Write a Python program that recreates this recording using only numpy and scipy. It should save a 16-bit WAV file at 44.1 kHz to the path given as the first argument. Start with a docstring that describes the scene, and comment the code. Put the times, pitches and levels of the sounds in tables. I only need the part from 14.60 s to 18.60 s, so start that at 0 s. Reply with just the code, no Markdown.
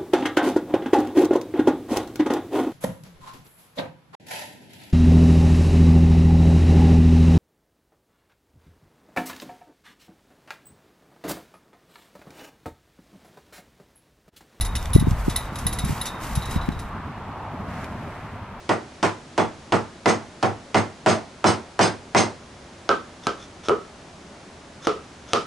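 """Bright clinks and scrapes come from a chain-link fence jostled in a dry yard.
Its wires ring when they knock together, and scrape as they slide between the knocks.
After about two seconds the fence comes to rest, and later dry leaves rustle faintly.
Wind rumbles and thumps on the microphone, and distant traffic rushes behind it all."""
import sys
import numpy as np
from scipy import signal
from scipy.fft import rfft, irfft
from scipy.io import wavfile

SR = 44100
rng = np.random.default_rng(int(sys.argv[2]) if len(sys.argv) > 2 else 0)


def generate_wav(sig):
    """Save sig (samples, or channels by samples) to the path in sys.argv[1] as 16-bit PCM at SR."""
    pcm = np.round(np.clip(np.atleast_2d(sig).T, -1, 1) * 32767).astype(np.int16)
    wavfile.write(sys.argv[1], SR, pcm)


N = 176400

# How alike left and right sound, for the fence and the air: (frequency [Hz], likeness [0 to 1])
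WIRE_STEREO = [(2000, 1), (4000, 0.91), (7000, 0.25), (12000, 0.86)]
AIR_STEREO = [(30, 0.97), (70, 0.99), (140, 1), (300, 0.95), (550, 0.94), (1100, 0.96), (2500, 0.74),
              (5000, 0.02), (12000, 0)]


def clinks():
    """Each knock rings low and high tones and shakes the whole mesh; one free wire sings a clean note."""
    # Knocks: (time [s], high ring [dB], low ring [dB], shiver [dB], lasting share of low ring [dB],
    # note pitch [Hz], note level [dB]); levels are relative within each column
    knocks = [(0.0084, -22, -33, -36, -11, 3730, -36.5), (0.0475, -29, -48, -37.5, -6, 3760, -41),
              (0.1520, -28.5, -29, -34, -18, 3650, -38), (0.3322, -21.5, -35.5, -39, -7, 3870, -38),
              (0.3474, -23, -43, -37.5, -17, 3830, -41), (0.3947, -28.5, -38, -41.5, -16, 3710, -49),
              (0.6962, -34, -47, -38, 3, 3470, -43), (0.7594, -17.5, -30, -35, -10, 3950, -47),
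              (0.9554, -38.5, -42, -44, -13, 3814, -55), (0.9847, -35, -60, -41, -11.5, 3749, -59),
              (1.0647, -16.5, -35.5, -36.5, -7, 3870, -36), (1.126, -25, -44, -38, -11, 3701, -44),
              (1.1855, -27.5, -37.5, -36.5, -7, 3770, -35.5), (1.2451, -31, -44, -40.5, -15, 3650, -49),
              (1.4117, -25.5, -40, -44, -3, 3745, -39), (1.4549, -30.5, -48, -33.5, -4, 3640, -40),
              (1.4644, -31, -41, -40, -3, 3701, -35.5), (1.7513, -29, -48, -37, -3, 3800, -39.5),
              (1.82, -45, -39.5, -57, -10, 3910, -41), (1.8535, -39.5, -44, -44, -7, 3795, -50),
              (1.908, -37, -48, -40.5, -4, 3873, -46), (1.9560, -55, -45, -64, -5, 3760, -46),
              (2.0115, -52, -49, -55, 0, 3960, -45), (2.118, -56, -50, -56, -4, 3880, -50),
              (2.1904, -40.5, -53, -46.5, -7, 3750, -53)]
    # The wires' natural tones: (pitch [Hz], spread [Hz], relative level [dB], time to fade 60 dB [s])
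    low_tones = [(1986, 5.1, -6.5, 0.17), (2880, 120, -11, 0.12), (3510, 62, -12.5, 0.141),
                 (3708, 10, -7.5, 0.58), (3820, 31, -2.5, 0.32), (3980, 96, -6.5, 0.1),
                 (4050, 25, -11, 0.19), (4910, 25, -16, 0.3), (5330, 8.2, -16, 0.28), (5720, 32, -18, 0.22),
                 (6230, 71, -18.5, 0.2), (6680, 21, -22, .18), (7140, 53, -22, 0.19)]
    high_tones = [(10530, 21, -8, 0.1), (10530, 139, -2.5, 0.11), (10935, 135, -14, 0.14),
                  (10900, 218, -16, 0.12), (11800, 163, -16.5, 0.15), (12400, 260, -18, 0.16),
                  (13900, 500, -23, .1)]
    # Tone colour of the shivering mesh: (frequency [Hz], relative level [dB])
    shiver_colour = [(1500, -4.5), (2200, -3), (4000, -3.5), (6000, -0.5), (9500, -5.5), (11500, -5.5),
                     (13500, -17), (15200, -40), (16000, -38)]
    attack_s, note_fade_s = 0.00097, 0.42
    low, high, notes, shiver_power = np.zeros((4, N))
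    t = np.arange(SR) / SR
    for s, high_db, low_db, shiver_db, ring_db, note_hz, note_db in knocks:
        low_ring = wires(low_tones, drop_s=0.013, ring_db=ring_db, attack_s=attack_s, vary_db=1.0)
        add(low, s, from_db(low_db + 1) * low_ring)
        high_ring = wires(high_tones, drop_s=0.0019, ring_db=-2.5, attack_s=0.0031, vary_db=1.2)
        add(high, s, from_db(high_db) * high_ring)
        note_shape = from_db(note_db - 1 - 60 * t / note_fade_s) * (1 - np.exp(-t / attack_s))
        add(notes, s, note_shape * np.sin(2 * np.pi * (note_hz * t + rng.random())))
        shiver = knock(t, drop_s=0.014, ring_db=-6.5, fade_s=0.19, hold_s=0.0079, attack_s=attack_s)
        add(shiver_power, s, (from_db(shiver_db - 0.5) * shiver) ** 2)
    # Ringing wires keep buzzing against their neighbours; the high ring buzzes faster.
    low *= unit_power(from_db(-2.5 * drift(rate_hz=120)))
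    high *= unit_power(from_db(drift(rate_hz=300)))
    return low + high + notes + np.sqrt(shiver_power) * noise(shiver_colour, WIRE_STEREO)


def wires(tones, drop_s, ring_db, attack_s, vary_db, count=4, contact_s=0.0011):
    """One knock rings a few neighbouring wires, each tuned a little differently."""
    t, out = np.arange(SR // 3) / SR, 0
    for hz, spread_hz, db, fade_s in tones:
        pitches = rng.normal(hz, spread_hz, (count, 1))
        angle = 2 * np.pi * (pitches * t + rng.random((count, 1)))
        shape = knock(t, drop_s, ring_db, fade_s, attack_s + contact_s, attack_s)
        ring = unit_power(np.sin(angle).sum(0) * shape) * np.sqrt(np.mean(shape ** 2))
        out = out + from_db(db + vary_db * rng.normal()) * ring
    return out


def knock(t, drop_s, ring_db, fade_s, hold_s, attack_s):
    """A knock swells, holds while the wires touch, drops as it runs off along the mesh, then rings on."""
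    rise = 1 - np.exp(-(t / attack_s) ** 2)
    drop = np.exp(-np.maximum(t - hold_s, 0) / drop_s)
    lasting_ring = from_db(ring_db - 60 * t / fade_s)
    return rise * (drop + lasting_ring)


def scrape():
    """Wires slide over each other with a fine, uneven grain."""
    # Slides: (middle time [s], relative level [dB], half length [s])
    slides = [(.08, -57, 0.08), (.245, -47.5, 0.062), (.41, -63, .05), (.505, -45, 0.031),
              (.60, -45.5, 0.022), (.70, -44, 0.049), (.82, -48, 0.046), (1.0, -47.5, 0.048),
              (1.14, -49, 0.13), (1.30, -42, 0.035), (1.39, -44.5, 0.1), (1.645, -41, 0.03),
              (1.71, -43.5, 0.03), (1.80, -48.5, 0.079), (1.935, -42, 0.029), (2.06, -54, 0.037),
              (2.22, -57.5, 0.059)]
    # Tone colour of rubbing wire: (frequency [Hz], relative level [dB])
    colour = [(2000, 7), (3800, 0.5), (5000, 1.5), (7000, 1.3), (9500, -0.5), (11500, 1.5), (13500, -1.5),
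              (15000, -4), (16000, -26)]
    grain = unit_power(from_db(0.5 * drift(rate_hz=800) + 1.6 * drift(rate_hz=45)))
    return from_db(2) * swells(slides) * grain * noise(colour, WIRE_STEREO)


def ticks():
    """Brief dry ticks and crunches, plus one sharp click at 2.09 s."""
    # Short bursts of noise: (time [s], level over 10 ms [dB], top of the noise band [Hz], decay time [ms])
    bursts = [(0.228, -43, 9130, 1.1), (0.2568, -36.5, 3850, 2), (.305, -52, 8050, 1),
              (.509, -42.5, 6400, 2.3), (1.379, -46, 6000, 1.6), (1.6365, -46, 8540, 0.78),
              (1.661, -55, 6900, 1), (2.0902, -39, 2400, .01), (3.2015, -55, 5000, .1),
              (3.2435, -40.5, 2200, 3), (3.2452, -53, 4200, 0.17)]
    out, t = np.zeros(N), np.arange(SR // 100) / SR
    for s, db, top_hz, decay_ms in bursts:
        band = signal.butter(1, [top_hz / 2.2, top_hz], "band", fs=SR, output="sos")
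        burst = rng.standard_normal(len(t)) * np.exp(-1000 * t / decay_ms)
        add(out, s, from_db(db) * unit_power(signal.sosfilt(band, burst)))
    return out


def wind():
    """Wind on the microphone makes a deep rumble, and its smaller swirls flutter above that."""
    # Strength of the rumble and the flutter: (time [s], relative level [dB])
    rumble_levels = [(0, -23), (.1, -29), (.32, -27.5), (.37, -18), (.43, -28), (.58, -27), (.8, -33.5),
                     (.95, -46), (1.1, -29.5), (1.3, -32.5), (1.55, -49), (1.72, -30), (1.88, -33.5),
                     (2.0, -31.5), (2.2, -33.5), (2.5, -50), (2.9, -55), (3.3, -45), (4, -49.5)]
    flutter_levels = [(0.0, -43), (0.13, -42), (0.37, -41.5), (0.51, -36), (0.7, -43), (0.93, -41),
                      (1.19, -36.5), (1.58, -41), (1.97, -38.5), (2.1, -41), (2.66, -40.5), (2.93, -37),
                      (3.66, -42.5), (4.0, -45.5)]
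    # Their tone colours: (frequency [Hz], relative level [dB])
    rumble_colour = [(18, -3), (35, 0.5), (62, 1), (115, -9.5), (200, -27), (400, -40.5), (800, -57.5)]
    flutter_colour = [(40, -10.5), (90, 7), (130, 4), (170, 1), (230, 1.5), (310, -5.5), (450, -10.5),
                      (800, -50.5)]
    rumble = level(rumble_levels) * noise(rumble_colour, AIR_STEREO)
    lumps = from_db(3.5 + 2.24 * drift(rate_hz=20.3))
    flutter = lumps * level(flutter_levels) * noise(flutter_colour, AIR_STEREO)
    return rumble + flutter


def wind_thumps(lead_ms=0.49, vary_db=1.7):
    """A swirl of air sucks at one side of the microphone, then the other, pushing before and after."""
    # Passing swirls: (time [s], typical peak level [dB], half width [ms])
    swirls = [(0.357, -2, 3.2), (0.363, -1.5, 1.13), (0.386, -8.5, 2.4), (0.414, -8.5, 2.7),
              (0.427, -8.5, 1.6), (0.446, -11.5, 3.3), (.472, -6.5, 1.48), (.484, -6.5, 3.1),
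              (0.516, -11, 2.55), (0.534, -13, 3.5), (0.683, -5.5, 1.28), (0.689, -16.5, 3.3),
              (1.061, -13.5, 2.4), (1.241, -12, 2.5), (1.296, -16, 1.37), (1.308, -13, 3.4),
              (1.329, -16.5, 2.35), (1.779, -9.5, 3), (1.964, -10.5, 1.98), (1.977, -14.5, 5.4),
              (2.089, -9, 1.56), (2.106, -21, 2.1), (2.17, -22, 4.7)]
    out, t = np.zeros((2, N)), np.arange(SR // 10) / SR
    for s, db, half_ms in swirls:
        shift_ms = lead_ms * rng.choice([-1, 1]) * np.array([[1], [-1]])  # one side early, one late
        position = (1000 * (t - t.mean()) + shift_ms) / half_ms
        pulse = (2 * position ** 2 - 1) * np.exp(-position ** 2)
        add(out, s - t.mean(), from_db(db + vary_db * rng.normal(size=(2, 1))) * pulse)
    return out


def leaves():
    """Dry leaves crinkle faintly near the end."""
    # Rustles: (middle time [s], level [dB], half length [s])
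    rustles = [(3.14, -43, 0.051), (3.22, -41.5, 0.051), (3.47, -47.5, 0.26)]
    # Tone colour of the leaves: (frequency [Hz], relative level [dB])
    colour = [(1200, 6.5), (2100, 1.5), (3200, -10), (6000, -15.5), (10000, -20.5), (12500, -24),
              (16000, -42)]
    grain = unit_power(from_db(1.5 * drift(rate_hz=240)))
    return swells(rustles) * grain * noise(colour, AIR_STEREO)


def traffic(edge_db=-10):
    """Far tyres make a smooth rush, with a few surges that are lower in pitch towards the end."""
    # Strength of the rush: (time [s], relative level [dB])
    rush_levels = [(0, -40), (.7, -37), (1.4, -37.5), (2.0, -35.5), (2.2, -40), (3.2, -40.5), (3.6, -41),
                   (4, -42)]
    # Its tone colour: (frequency [Hz], relative level [dB])
    colour = [(240, -34), (400, -13), (717, -6), (803, -7), (875, -4), (1050, -4.5), (1910, -15),
              (2300, -18), (4760, -32.5), (12000, -50.5), (15600, -76), (22000, -120)]
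    # Surges: (middle time [s], level [dB], half length [s], centre frequency [Hz])
    surges = [(1.378, -34.5, 0.012, 1070), (2.018, -35.5, 0.035, 990), (2.352, -39, 0.12, 1075),
              (2.84, -39.5, 0.18, 894), (3.24, -42, 0.32, 665)]
    out = from_db(0.5) * level(rush_levels) * noise([*colour, (16000, -85)], AIR_STEREO)
    for s, db, half_s, hz in surges:
        band = [(hz / 2, 3 * edge_db), (hz / np.sqrt(2), edge_db), (hz, 0),
                (hz * np.sqrt(2), edge_db), (hz * 10, -100)]
        out += swells([(s, db, half_s)]) * noise(band, AIR_STEREO)
    return out


def air_hiss():
    """Still air adds a very faint, steady hiss."""
    # Tone colour of the hiss: (frequency [Hz], relative level [dB])
    colour = [(2500, 5), (6000, -10), (9000, -11), (11000, -15), (13000, -25.5), (16000, -47)]
    return from_db(-61) * noise(colour, AIR_STEREO)


def from_db(db):
    """Turn decibels into a number to multiply a sound by."""
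    return 10 ** (np.asarray(db) / 20)


def unit_power(x):
    """Scale a signal so that its average power is 1."""
    return x / np.sqrt(np.mean(x ** 2) + 1e-20)


def level(rows):
    """Glide between (time [s], level [dB]) rows, giving a gain for every sample."""
    return from_db(np.interp(np.arange(N) / SR, *np.transpose(rows)))


def swells(rows):
    """Smooth rises and falls from (middle time [s], level [dB], half length [s]) rows."""
    t, power = np.arange(N) / SR, 0
    for s, db, half_s in rows:
        power = power + from_db(db) ** 2 * np.exp(-np.minimum(((t - s) / half_s) ** 2, 50))
    return np.sqrt(power)


def at_hz(points, hz):
    """Read between a table's frequencies, giving each octave equal room."""
    frequencies, values = np.transpose(points)
    return np.interp(np.log(hz), np.log(frequencies), values)


def drift(rate_hz):
    """A smooth random wobble of about 1 either way; a higher rate wobbles faster."""
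    step, warm_up = 20, 2000
    memory = np.exp(-2 * np.pi * step * rate_hz / SR)
    kicks = rng.standard_normal(N // step + warm_up + 2)
    wobble = signal.lfilter([1], [1, -2 * memory, memory ** 2], kicks)[warm_up:]
    return np.interp(np.arange(N) / step, np.arange(len(wobble)), unit_power(wobble))


def noise(colour, likeness):
    """Stereo noise of power 1 with a given tone colour and left-right likeness."""
    hz = np.arange(N // 2 + 1) * SR / N + 1e-3
    shared, opposite = rfft(rng.standard_normal((2, N)))
    alike = np.clip(at_hz(likeness, hz), -1, 1)
    stereo = np.sqrt(1 + alike) * shared + np.sqrt(1 - alike) * opposite * [[1], [-1]]
    bass_cut = np.minimum(hz / colour[0][0], 1) ** 2
    return unit_power(irfft(from_db(at_hz(colour, hz)) * bass_cut * stereo, N))


def add(out, s, sound):
    """Mix a sound in, starting at s seconds."""
    start = int(np.clip(s * SR, 0, N - 1))
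    out[..., start:start + sound.shape[-1]] += sound[..., :N - start]


def scene(right_delay_s=0.000026):
    """Mix everything; the fence stands slightly to the left, so its sound reaches the right later."""
    left, right = clinks() + scrape() + ticks()
    hz = np.arange(N // 2 + 1) * SR / N
    right = irfft(rfft(right) * np.exp(-2j * np.pi * hz * right_delay_s), N)
    foreground = np.array([left * from_db(-0.3), right])
    return foreground + leaves() + wind() + wind_thumps() + traffic() + air_hiss()


def record(dry, treble_limit_hz=16400):
    """Thumps too strong for the microphone are clipped flat, then the highest treble is cut."""
    treble_cut = signal.cheby2(16, 70, treble_limit_hz, fs=SR, output="sos")
    return signal.sosfilt(treble_cut, np.clip(dry, -1, 1))


dry = scene()
out = record(dry)
generate_wav(out)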